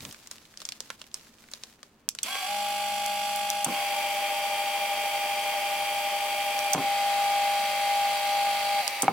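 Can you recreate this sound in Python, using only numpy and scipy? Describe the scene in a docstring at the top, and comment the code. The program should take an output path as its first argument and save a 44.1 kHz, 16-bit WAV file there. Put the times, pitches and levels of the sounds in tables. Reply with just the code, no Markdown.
"""Two small linear actuators run on a desk: gear whine over a rattle that repeats every shaft turn.
The lying one retracts; the upright one extends, reverses and stops with knocks. Their whines beat.
They are switched by remote controls still in plastic bags: the bags crinkle, a button snaps,
a relay answers. Room tone and a faint hum lie underneath."""
import sys
import numpy as np
from scipy import signal
from scipy.fft import rfft, irfft, next_fast_len
from scipy.io import wavfile
from scipy.ndimage import uniform_filter1d

SR = 44100
rng = np.random.default_rng(int(sys.argv[2]) if len(sys.argv) > 2 else 0)


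def to_wav(s):
    """Save 16-bit WAV."""
    ch = np.atleast_2d(s).T  # columns
    pcm = np.round(np.clip(ch, -1, 1) * 32767)  # PCM
    wavfile.write(sys.argv[1], SR, pcm.astype(np.int16))


N = 402191
T = np.arange(N) / SR

# rattle spectra: freq_hz, lying_db, extending_db, retracting_db
RATTLE_SPECTRA = [(50.3, -76, -67, -58), (216, -47.5, -44.5, -52), (400, -50, -37, -42),
                  (800, -36.5, -25, -28), (1100, -39, -31.5, -34.5), (1500, -36.5, -38.5, -39.5),
                  (1790, -40.5, -32, -32.5), (2224, -30.5, -23.5, -25.5), (3380, -31, -32, -36.5),
                  (3790, -38.5, -40.5, -35), (4670, -40.5, -41, -42.5), (6200, -45, -42, -44.5),
                  (9900, -44, -43, -47), (16000, -51, -44, -48.5)]
# upright motor runs: on_s, off_s, settled_hz, shortfall_hz, spin_up_s, mesh_s
UPRIGHT_MOTOR_RUNS = [(3.66, 6.74, 49.696, .591, .02, .2), (6.75, 9.025, 50.601, .385, .0245, .05)]


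def undb(db):
    """Decibels to gain."""
    return np.exp(np.asarray(db) * (np.log(10) / 20))


def colour(x, points, bumps=()):
    """Filter by (freq_hz, gain_db) points plus (centre_hz, width_hz, lift_db) resonances."""
    f = np.arange(x.shape[-1] // 2 + 1) * SR / x.shape[-1] + 1
    hz, db = np.transpose(points)
    base_db = np.interp(np.log(f), np.log(hz), db)
    bump_db = sum(lift / (1 + (2 * (f - centre) / width) ** 2) for centre, width, lift in bumps)
    return irfft(rfft(x) * undb(base_db + bump_db), x.shape[-1])


def long_colour(x, points, bumps=()):
    """colour() for scene-length signals."""
    return colour(np.pad(x, ((0, 0), (0, next_fast_len(N, True) - N))), points, bumps)[:, :N]


def stereo(pair):
    """Mid and side to left and right: alike in the bass, unrelated in the treble."""
    # stereo width: freq_hz, side_gain_db
    side_spectrum = [(100, -20), (700, -8.5), (1300, -4.5), (2400, -5), (4400, -2), (8000, -0.5),
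                     (15000, 1)]
    side = long_colour(pair[1:], side_spectrum)[0]
    return np.array([pair[0] + side, pair[0] - side])


def pan(db):
    """Channel gains, db = left minus right."""
    return undb(np.array([[db], [-db]]) / 2)


def band(x, hz, width_hz):
    """One resonance, unity gain at its centre."""
    hz = min(hz, .45 * SR)
    return signal.lfilter(*signal.iirpeak(hz, hz / min(width_hz, SR / 3), fs=SR), x)


def steep_band(x, hz, width_hz):
    """The same resonance twice in series."""
    return band(band(x, hz, width_hz), hz, width_hz)


def walk(rate_hz):
    """Smooth random drift, spread near 1."""
    size = int(SR / rate_hz)
    return uniform_filter1d(np.repeat(rng.standard_normal(N // size + 1), size), size)[:N]


def burst(t60_s, tail_db, tail_t60_s):
    """Two decaying noise bursts with faint tails."""
    t = T[:SR // 4]
    envelope = 1000 ** (-t / t60_s) + undb(tail_db) * 1000 ** (-t / tail_t60_s)
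    return rng.standard_normal((2, len(t))) * envelope


def strength(x, db):
    """Scale a hit to the energy of 1 ms at db rms."""
    return x * undb(db) / np.sqrt(np.sum(x ** 2, axis=-1, keepdims=True) * 1000 / SR)


def add(out, start_s, sound):
    """Mix sound into out."""
    i = int(start_s * SR)
    out[:, i:i + sound.shape[-1]] += sound[..., :N - i]


def room_tone():
    """Low noise and a faint, wavering hum."""
    # background spectrum: freq_hz, gain_db
    spectrum = [(25, -51), (55, -47.5), (85, -49), (250, -45), (450, -51.5), (1000, -57), (3000, -65),
                (8000, -96), (16000, -77)]
    air = stereo(long_colour(rng.standard_normal((2, N)), spectrum))
    return air + undb(-37.5) * steep_band(rng.standard_normal(N), hz=223, width_hz=13)


def reverb(x, t60_s, wet_db):
    """Short, dull tail of a small room."""
    t = T[:SR // 2]
    tail = rng.standard_normal((2, len(t))) * 1000 ** (-t / t60_s) * (t > .006)
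    tail = colour(tail, [(300, 3), (900, 4), (2000, 2), (7000, .5), (16000, -12)])
    tail /= np.sqrt(np.sum(tail ** 2) / 2)
    return undb(wet_db) * signal.fftconvolve(x, tail, axes=1)[:, :N]


def desk_rumble(start_s=.023, end_s=.107, rise_db_per_s=350, fall_db_per_s=3000):
    """The desk rumbles briefly."""
    rise_db = rise_db_per_s * np.maximum(start_s - T, 0)
    fall_db = fall_db_per_s * np.clip(T - end_s, 0, .5)
    spectrum = [(30, -20), (100, -9), (170, -1), (260, -7), (400, -16), (2500, -27)]
    return long_colour(rng.standard_normal((1, N)), spectrum) * undb(-23.5 - rise_db - fall_db)


def ringing_tick(db, hz):
    """A sharp tick with a slight ring."""
    crack = band(burst(t60_s=.008, tail_db=-11, tail_t60_s=.035), hz, hz)
    return strength(band(crack, hz, hz / 2) + undb(4) * crack, db - 5)


def bags_and_gear_knock(faint_count=26, lift_s=1.8):
    """Bag creases flip: loud with a hollow body, faint on lifting, tiny as rustle. 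One gear knock."""
    # bag creases; last row a gear knock after the lying motor starts: start_s, level_db, centre_hz, body_db
    loud_hits = [(0.051, -25, 3470, -35), (0.1256, -30.5, 9000, -45), (0.2727, -31.5, 5900, -51),
                 (0.3125, -24.5, 6740, -38), (0.5736, -28.5, 5270, -56), (0.603, -32, 3600, -57),
                 (0.6175, -29.5, 4180, -39), (0.6526, -21.5, 5300, -58), (0.6893, -20, 4980, -45),
                 (0.7216, -22.5, 3800, -49), (0.8045, -21, 5330, -38), (0.9025, -20, 1600, -54),
                 (1.0157, -27.5, 3300, -44), (1.1425, -18.5, 5700, -44), (1.5147, -34, 8130, -56),
                 (1.536, -23.5, 4500, -40.5), (1.6361, -25, 4670, -44), (1.8302, -32, 4170, -41.5),
                 (2.15, -27.5, 6790, -41.5), (2.1875, -20.5, 3230, -86), (2.354, -22, 2200, -34)]
    # rustle envelope: time_s, level_db
    rustle_levels = [(0.0, -50), (0.38, -58), (0.83, -64), (0.96, -59.5), (1.62, -58.5), (1.9, -69.5),
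                     (2.06, -74)]
    out = np.zeros((2, N))
    rustle_db = np.interp(T, *np.transpose(rustle_levels))
    stir = undb(rustle_db - .5)[None]
    settling = 1000 ** (-T[:SR // 2] / .33)  # rustle lingers after each loud hit
    for start_s, db, hz, body_db in loud_hits:
        push = burst(t60_s=.019, tail_db=-14, tail_t60_s=.02)
        body = steep_band(push, 1130, 1100) + undb(-1) * steep_band(push, 590, 350)
        add(out, start_s, ringing_tick(db, hz) + strength(body, body_db))
        add(stir, start_s, undb(db - 32.5) * settling)
    for k, (when, loud, high) in enumerate(rng.uniform(-1, 1, (faint_count, 3))):
        start_s = lift_s * (k + .5 + .5 * when) / faint_count
        db = rustle_db[int(start_s * SR)] + 17.5 + 4 * loud
        add(out, start_s, ringing_tick(db, hz=2800 * 2 ** (.8 * high)))
    grains = rng.standard_normal((2, N)) * undb(4.2 * np.minimum(rng.exponential(size=N), 6.5))
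    rustle = long_colour(grains, [(200, -5.5), (1200, -2), (4500, -2), (9000, -7), (16000, -3.5)])
    flicker = undb(3 * walk(rate_hz=49))  # fingers shift
    out += rustle / rustle.std() * stir * flicker
    return stereo(long_colour(out, [(3000, 0), (7500, 1), (10000, -2.5), (16000, -9.5)])) * pan(-.69)


def plastic_ticks():
    """Sharp plastic ticks: four button snaps and two bag crinkles."""
    # button snaps, with bag crinkles in rows 2 and 3: start_s, level_db, centre_hz
    ticks = [(2.089, -13.5, 6900), (3.062, -24, 7610), (3.3607, -24, 10500), (3.502, -15.5, 5700),
             (6.5907, -22.5, 4900), (8.8782, -14.5, 4600)]
    out = np.zeros((2, N))
    for start_s, db, hz in ticks:
        tick = band(burst(t60_s=.006, tail_db=-24, tail_t60_s=.05), hz, .71 * hz)
        add(out, start_s, strength(tick, db - 2))
    return stereo(out) * pan(-2.5)


def relays():
    """An armature hits its contact and the relay rings."""
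    # armature hits: start_s, level_db, centre_hz
    clicks = [(2.2308, -13, 6460), (3.6449, -10.5, 9000), (6.7323, -9, 6100), (9.0213, -9.5, 8800),
              (9.0423, -27, 8770)]
    # relay resonances: freq_hz, width_hz, gain_db
    relay_modes = [(3370, 210, 14), (5260, 550, 2), (6300, 300, 11), (8660, 1600, 10), (12000, 1100, -2),
                   (13600, 360, -13)]
    out = np.zeros((2, N))
    for start_s, db, hz in clicks:
        blow = burst(t60_s=.027, tail_db=-21, tail_t60_s=.055)
        ring = sum(undb(gain_db) * band(blow, f, width) for f, width, gain_db in relay_modes)
        add(out, start_s, strength(band(ring, hz, hz / 2), db - 5))
        add(out, start_s, strength(band(blow, 12700, 6000), db - 12))
    return stereo(out) * pan(-2.5)


def knocks():
    """Gears take up their play: each jolt rings the casing and makes the desk boom."""
    # jolts: start_s, casing_db, desk_db
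    jolts = [(2.243, -45, -39), (3.663, -23.5, -22), (3.68, -38, -19), (6.749, -16.5, -16),
             (6.78, -21, -23), (6.798, -35, -24.5), (9.032, -20, -16.5), (9.042, -33, -22.5),
             (9.081, -6, -17.5)]
    # casing modes: freq_hz, t60_s, level_db
    casing_modes = [(623, 0.028, -14), (788, 0.032, 9.5), (907, 0.054, -7), (1220, 0.048, -9),
                    (1290, 0.041, -12), (2210, 0.036, -4), (2890, .015, -14)]
    # desk resonances: freq_hz, nominal_width_hz, gain_db
    desk_modes = [(197, 60, -8), (272, 90, -2.5), (426, 310, -6), (1030, 250, -4.5)]
    out, t = np.zeros((2, N)), T[:SR // 4]
    ring = sum(undb(db) * np.cos(2 * np.pi * hz * t) * 1000 ** (-t / t60) for hz, t60, db in casing_modes)
    ring = band(band(ring, 800, 2400), 1140, 2400)  # soft contact
    for start_s, casing_db, desk_db in jolts:
        push = burst(t60_s=.16, tail_db=-15, tail_t60_s=.33)[0]
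        boom = sum(undb(db) * steep_band(push, hz, 1.75 * width) for hz, width, db in desk_modes)
        boom = band(boom, 230, 500)  # the thin top radiates little below its first mode
        add(out, start_s, strength(ring, casing_db + 2) + strength(boom, desk_db + 1))
    return out


def motor(runs, settle_s=.546, coast_tau_s=.33, slack_drag=.017):
    """Spin-up, creep to settled speed, coast-down; loose falls from 1 to 0 as the gears mesh."""
    runs = np.array(runs)
    latest = np.maximum(np.searchsorted(runs[:, 0], T) - 1, 0)
    on_s, off_s, settled_hz, shortfall_hz, spin_up_s, mesh_s = runs[latest].T
    age_s, coast_s = np.maximum(T - on_s, 0), np.maximum(T - off_s, 0)
    loose = .5 - .5 * np.tanh((age_s - mesh_s) / .02)
    driven_hz = (settled_hz - shortfall_hz * np.exp(-age_s / settle_s)) * (1 - np.exp(-age_s / spin_up_s))
    speed_hz = driven_hz * (1 - slack_drag * loose) * np.exp(-coast_s / coast_tau_s)
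    return speed_hz, age_s, coast_s, loose


def shaft(speed_hz, wobble_turns):
    """Turns so far; the rotor runs slightly ahead and behind."""
    return np.cumsum(speed_hz) / SR + wobble_turns * (walk(45) + walk(9))


def drive_gains(age_s, coast_s, loose, rise_s, fade_db_per_s, unmeshed_db=-12, unloaded_db=-8.5):
    """Rattle, whine and buzz gains: meshed gears whine, loose ones buzz, all fade when coasting."""
    running = (1 - np.exp(-age_s / rise_s)) * undb(-fade_db_per_s * coast_s)
    singing = running ** 2 * (1 - np.exp(-(age_s / .055) ** 2))  # teeth sing only near full speed
    unloaded = 1 - np.exp(-coast_s / .012)
    meshed = singing * undb(unmeshed_db * loose + unloaded_db * unloaded)
    return running, meshed, singing * loose


def rattle(turns, gear_orders, repeat_share, throb, brush):
    """Teeth and brushes scrape alike each turn, plus fresh chatter; shaft and commutator pulse both."""
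    size = SR // 50
    overtones = rfft(rng.standard_normal((2, size)))
    overtones[:, np.round(gear_orders).astype(int)] = 0  # left to the gear tones
    one_turn = 8 * irfft(overtones, size * 8)
    repeated = one_turn[:, (turns % 1 * one_turn.shape[1]).astype(int)]
    commutator = np.cos(2 * np.pi * 12 * turns)
    gate = 1 + throb * np.cos(2 * np.pi * turns) + brush * commutator
    chatter = rng.standard_normal((2, N))
    scrape = gate * (np.sqrt(repeat_share) * repeated + np.sqrt(1 - repeat_share) * chatter)
    mode_hz = np.arange(3600, 16000, 100)  # narrow modes of the metal tube
    mode_db = 2.3 * rng.standard_normal(len(mode_hz)) * (mode_hz > mode_hz[0])
    return long_colour(scrape, np.transpose([mode_hz, mode_db]))


def whine(turns, orders, levels_db, flutter_db, apart_hz):
    """Gear tones on whole multiples of the shaft rate; the 16-tooth mesh is steadiest."""
    out = np.zeros((2, N))
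    shaft_rad = 2 * np.pi * (turns % 1)
    for order, db in zip(np.round(orders), levels_db):
        drift_db = flutter_db * (1 if order == 16 else 2) * walk(40)
        amplitude = np.sqrt(2) * undb(db + drift_db)
        phase_rad = order * shaft_rad + order ** 2  # each tone leaves the housing with its own phase
        apart_rad = min(order * 50 / apart_hz, 1) ** 2 * rng.choice([-1, 1])
        out[0] += amplitude * np.sin(phase_rad + apart_rad)
        out[1] += amplitude * np.sin(phase_rad - apart_rad)
    return out


def slack_buzz(turns):
    """Gears buzz until the load takes up their play."""
    # loose-gear tones: shaft_order, level_db
    tones = [(15, -45), (19, -63), (22, -50.5), (23, -49), (32, -50), (34, -57), (45, -57), (46, -46),
             (67, -39.5)]
    return whine(turns, *np.transpose(tones), flutter_db=2.5, apart_hz=4520)


def upright_actuator():
    """Extends, then retracts with the load on the other tooth flanks."""
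    # gear tones: shaft_order, extending_db, retracting_db
    tones = [(2, -77, -127), (11, -57.5, -52), (12, -45.5, -54), (16, -38.5, -36), (18, -44, -50),
             (24, -53, -48), (41, -58, -44), (46, -47.5, -43.5), (48, -39.5, -66), (64.3, -44.5, -56),
             (66.26, -57, -69), (75.3, -53, -74)]
    # metal housing resonances: centre_hz, width_hz, lift_db
    housing = [(4350, 120, 1.4), (4770, 170, 8.1), (5680, 280, 8), (7700, 92, 3.4), (8050, 120, 1.8),
               (8600, 290, 3.4), (9630, 630, 6.9), (10500, 460, 3.8), (13200, 380, 3.6)]
    orders, spectra = np.array(tones)[:, 0], np.array(RATTLE_SPECTRA)
    speed_hz, age_s, coast_s, loose = motor(UPRIGHT_MOTOR_RUNS)
    turns = shaft(speed_hz, wobble_turns=.00038)
    running, meshed, buzzing = drive_gains(age_s, coast_s, loose, rise_s=.033, fade_db_per_s=98)
    retracting = T > UPRIGHT_MOTOR_RUNS[1][0]
    levels_db = (np.where(retracting, in_db, out_db) for _, out_db, in_db in tones)
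    gears = whine(turns, orders, levels_db, flutter_db=1.58, apart_hz=3920) * meshed * undb(-3)
    gears += slack_buzz(turns) * buzzing * undb(-4)
    noise = rattle(turns, orders, repeat_share=.2, throb=.089, brush=.27) * running
    scrape = long_colour(noise * ~retracting * undb(-.37), spectra[:, [0, 2]], housing)
    scrape += long_colour(noise * retracting * undb(2.03), spectra[:, [0, 3]], housing)
    return gears * pan(1) + stereo(scrape) * pan(.43)


def by_rod(far_db, half_db, near_db):
    """Level following the lying rod inward."""
    # rod travel: leaves_far_s, reaches_half_s, leaves_half_s, nearly_in_s
    rod_times = [3.4, 4.2, 6.3, 7.2]
    return np.interp(T, rod_times, [far_db, half_db, half_db, near_db])


def lying_actuator(supply_sag=.00865, inrush_sag=.0057, recover_s=.2, rasp_db_per_s=8):
    """Retracts, its tones shifting with rod travel; the other motor loads its supply."""
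    # motor run: on_s, off_s, settled_hz, shortfall_hz, spin_up_s, mesh_s
    runs = [(2.23, 8.805, 50.87, 0, .02, .25)]
    # gear tones by rod position: shaft_order, far_db, half_db, near_db
    tones = [(2, -67.5, -70.5, -68), (4, -56, -66, -61.5), (12, -43, -40, -40), (13, -54, -53, -50),
             (14, -63, -68, -109), (15, -51, -65, -47), (16, -30.5, -31, -26.5), (17, -47.5, -55, -52.5),
             (22, -58, -59, -57.5), (23, -51, -56.5, -50.5), (24, -107, -54.5, -68), (29, -58, -55, -52),
             (32, -54, -54.5, -51.5), (44, -51.5, -85, -80), (49, -48.5, -57, -56), (54, -69, -120, -52),
             (55, -49.5, -50.5, -65), (58, -50.5, -130, -88), (61, -64, -48.5, -52),
             (63.53, -47.5, -44, -43), (62.2, -58, -120, -92), (67.5, -47.5, -49.5, -50.5)]
    # metal housing resonances: centre_hz, width_hz, lift_db
    housing = [(4530, 200, 6.5), (4880, 160, 5.5), (5830, 100, 10), (7400, 270, 8.5), (8520, 130, 2.5),
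               (8960, 150, -0.5), (9560, 220, 5), (9660, 220, 0), (10100, 330, 2), (10880, 300, 5.5),
               (12800, 230, 3), (13290, 110, 2.7)]
    orders, spectrum = np.array(tones)[:, 0], np.array(RATTLE_SPECTRA)[:, :2]
    speed_hz, age_s, coast_s, loose = motor(runs)
    other_age_s = motor(UPRIGHT_MOTOR_RUNS)[1]
    shared = other_age_s > 0
    sag = shared * (supply_sag + inrush_sag * np.exp(-other_age_s / recover_s))
    starved = shared * np.exp(-(other_age_s / .055) ** 2)  # brief dip as the other motor starts
    turns = shaft(speed_hz * (1 - sag), wobble_turns=.0004)
    running, meshed, buzzing = drive_gains(age_s, coast_s, loose, rise_s=.016, fade_db_per_s=80)
    levels_db = (by_rod(*row[1:]) for row in tones)
    gears = whine(turns, orders, levels_db, flutter_db=.5, apart_hz=5170)
    gears *= meshed * undb(-.94 - 8.5 * starved)
    gears += slack_buzz(turns) * buzzing * undb(-2)
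    noise = rattle(turns, orders, repeat_share=.45, throb=.19, brush=.15) * running * undb(-2.5 * starved)
    scrape = long_colour(noise * undb(by_rod(3.5, -.5, 2)), spectrum, housing)
    rasp = noise * undb(-33.5 + rasp_db_per_s * (T - runs[0][1]))  # the screw rasps as the rod comes in
    scrape += steep_band(rasp, hz=4260, width_hz=1200)
    return gears * pan(1.95) + stereo(scrape) * pan(-3)


def scene():
    """Both actuators, handling sounds and knocks with their reverb, room tone."""
    hits = bags_and_gear_knock() + plastic_ticks() + relays() + knocks() + desk_rumble()
    air = room_tone()
    return lying_actuator() + upright_actuator() + hits + reverb(hits, t60_s=.14, wet_db=-19) + air


def record(dry, ceiling=.46, top_hz=16000):
    """Soft peak limiter, then a steep low-pass."""
    limited = dry / (1 + (dry / ceiling) ** 6) ** (1 / 6)
    return signal.sosfilt(signal.ellip(10, .2, 70, top_hz, fs=SR, output="sos"), limited)


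dry = scene()
out = record(dry)
to_wav(out)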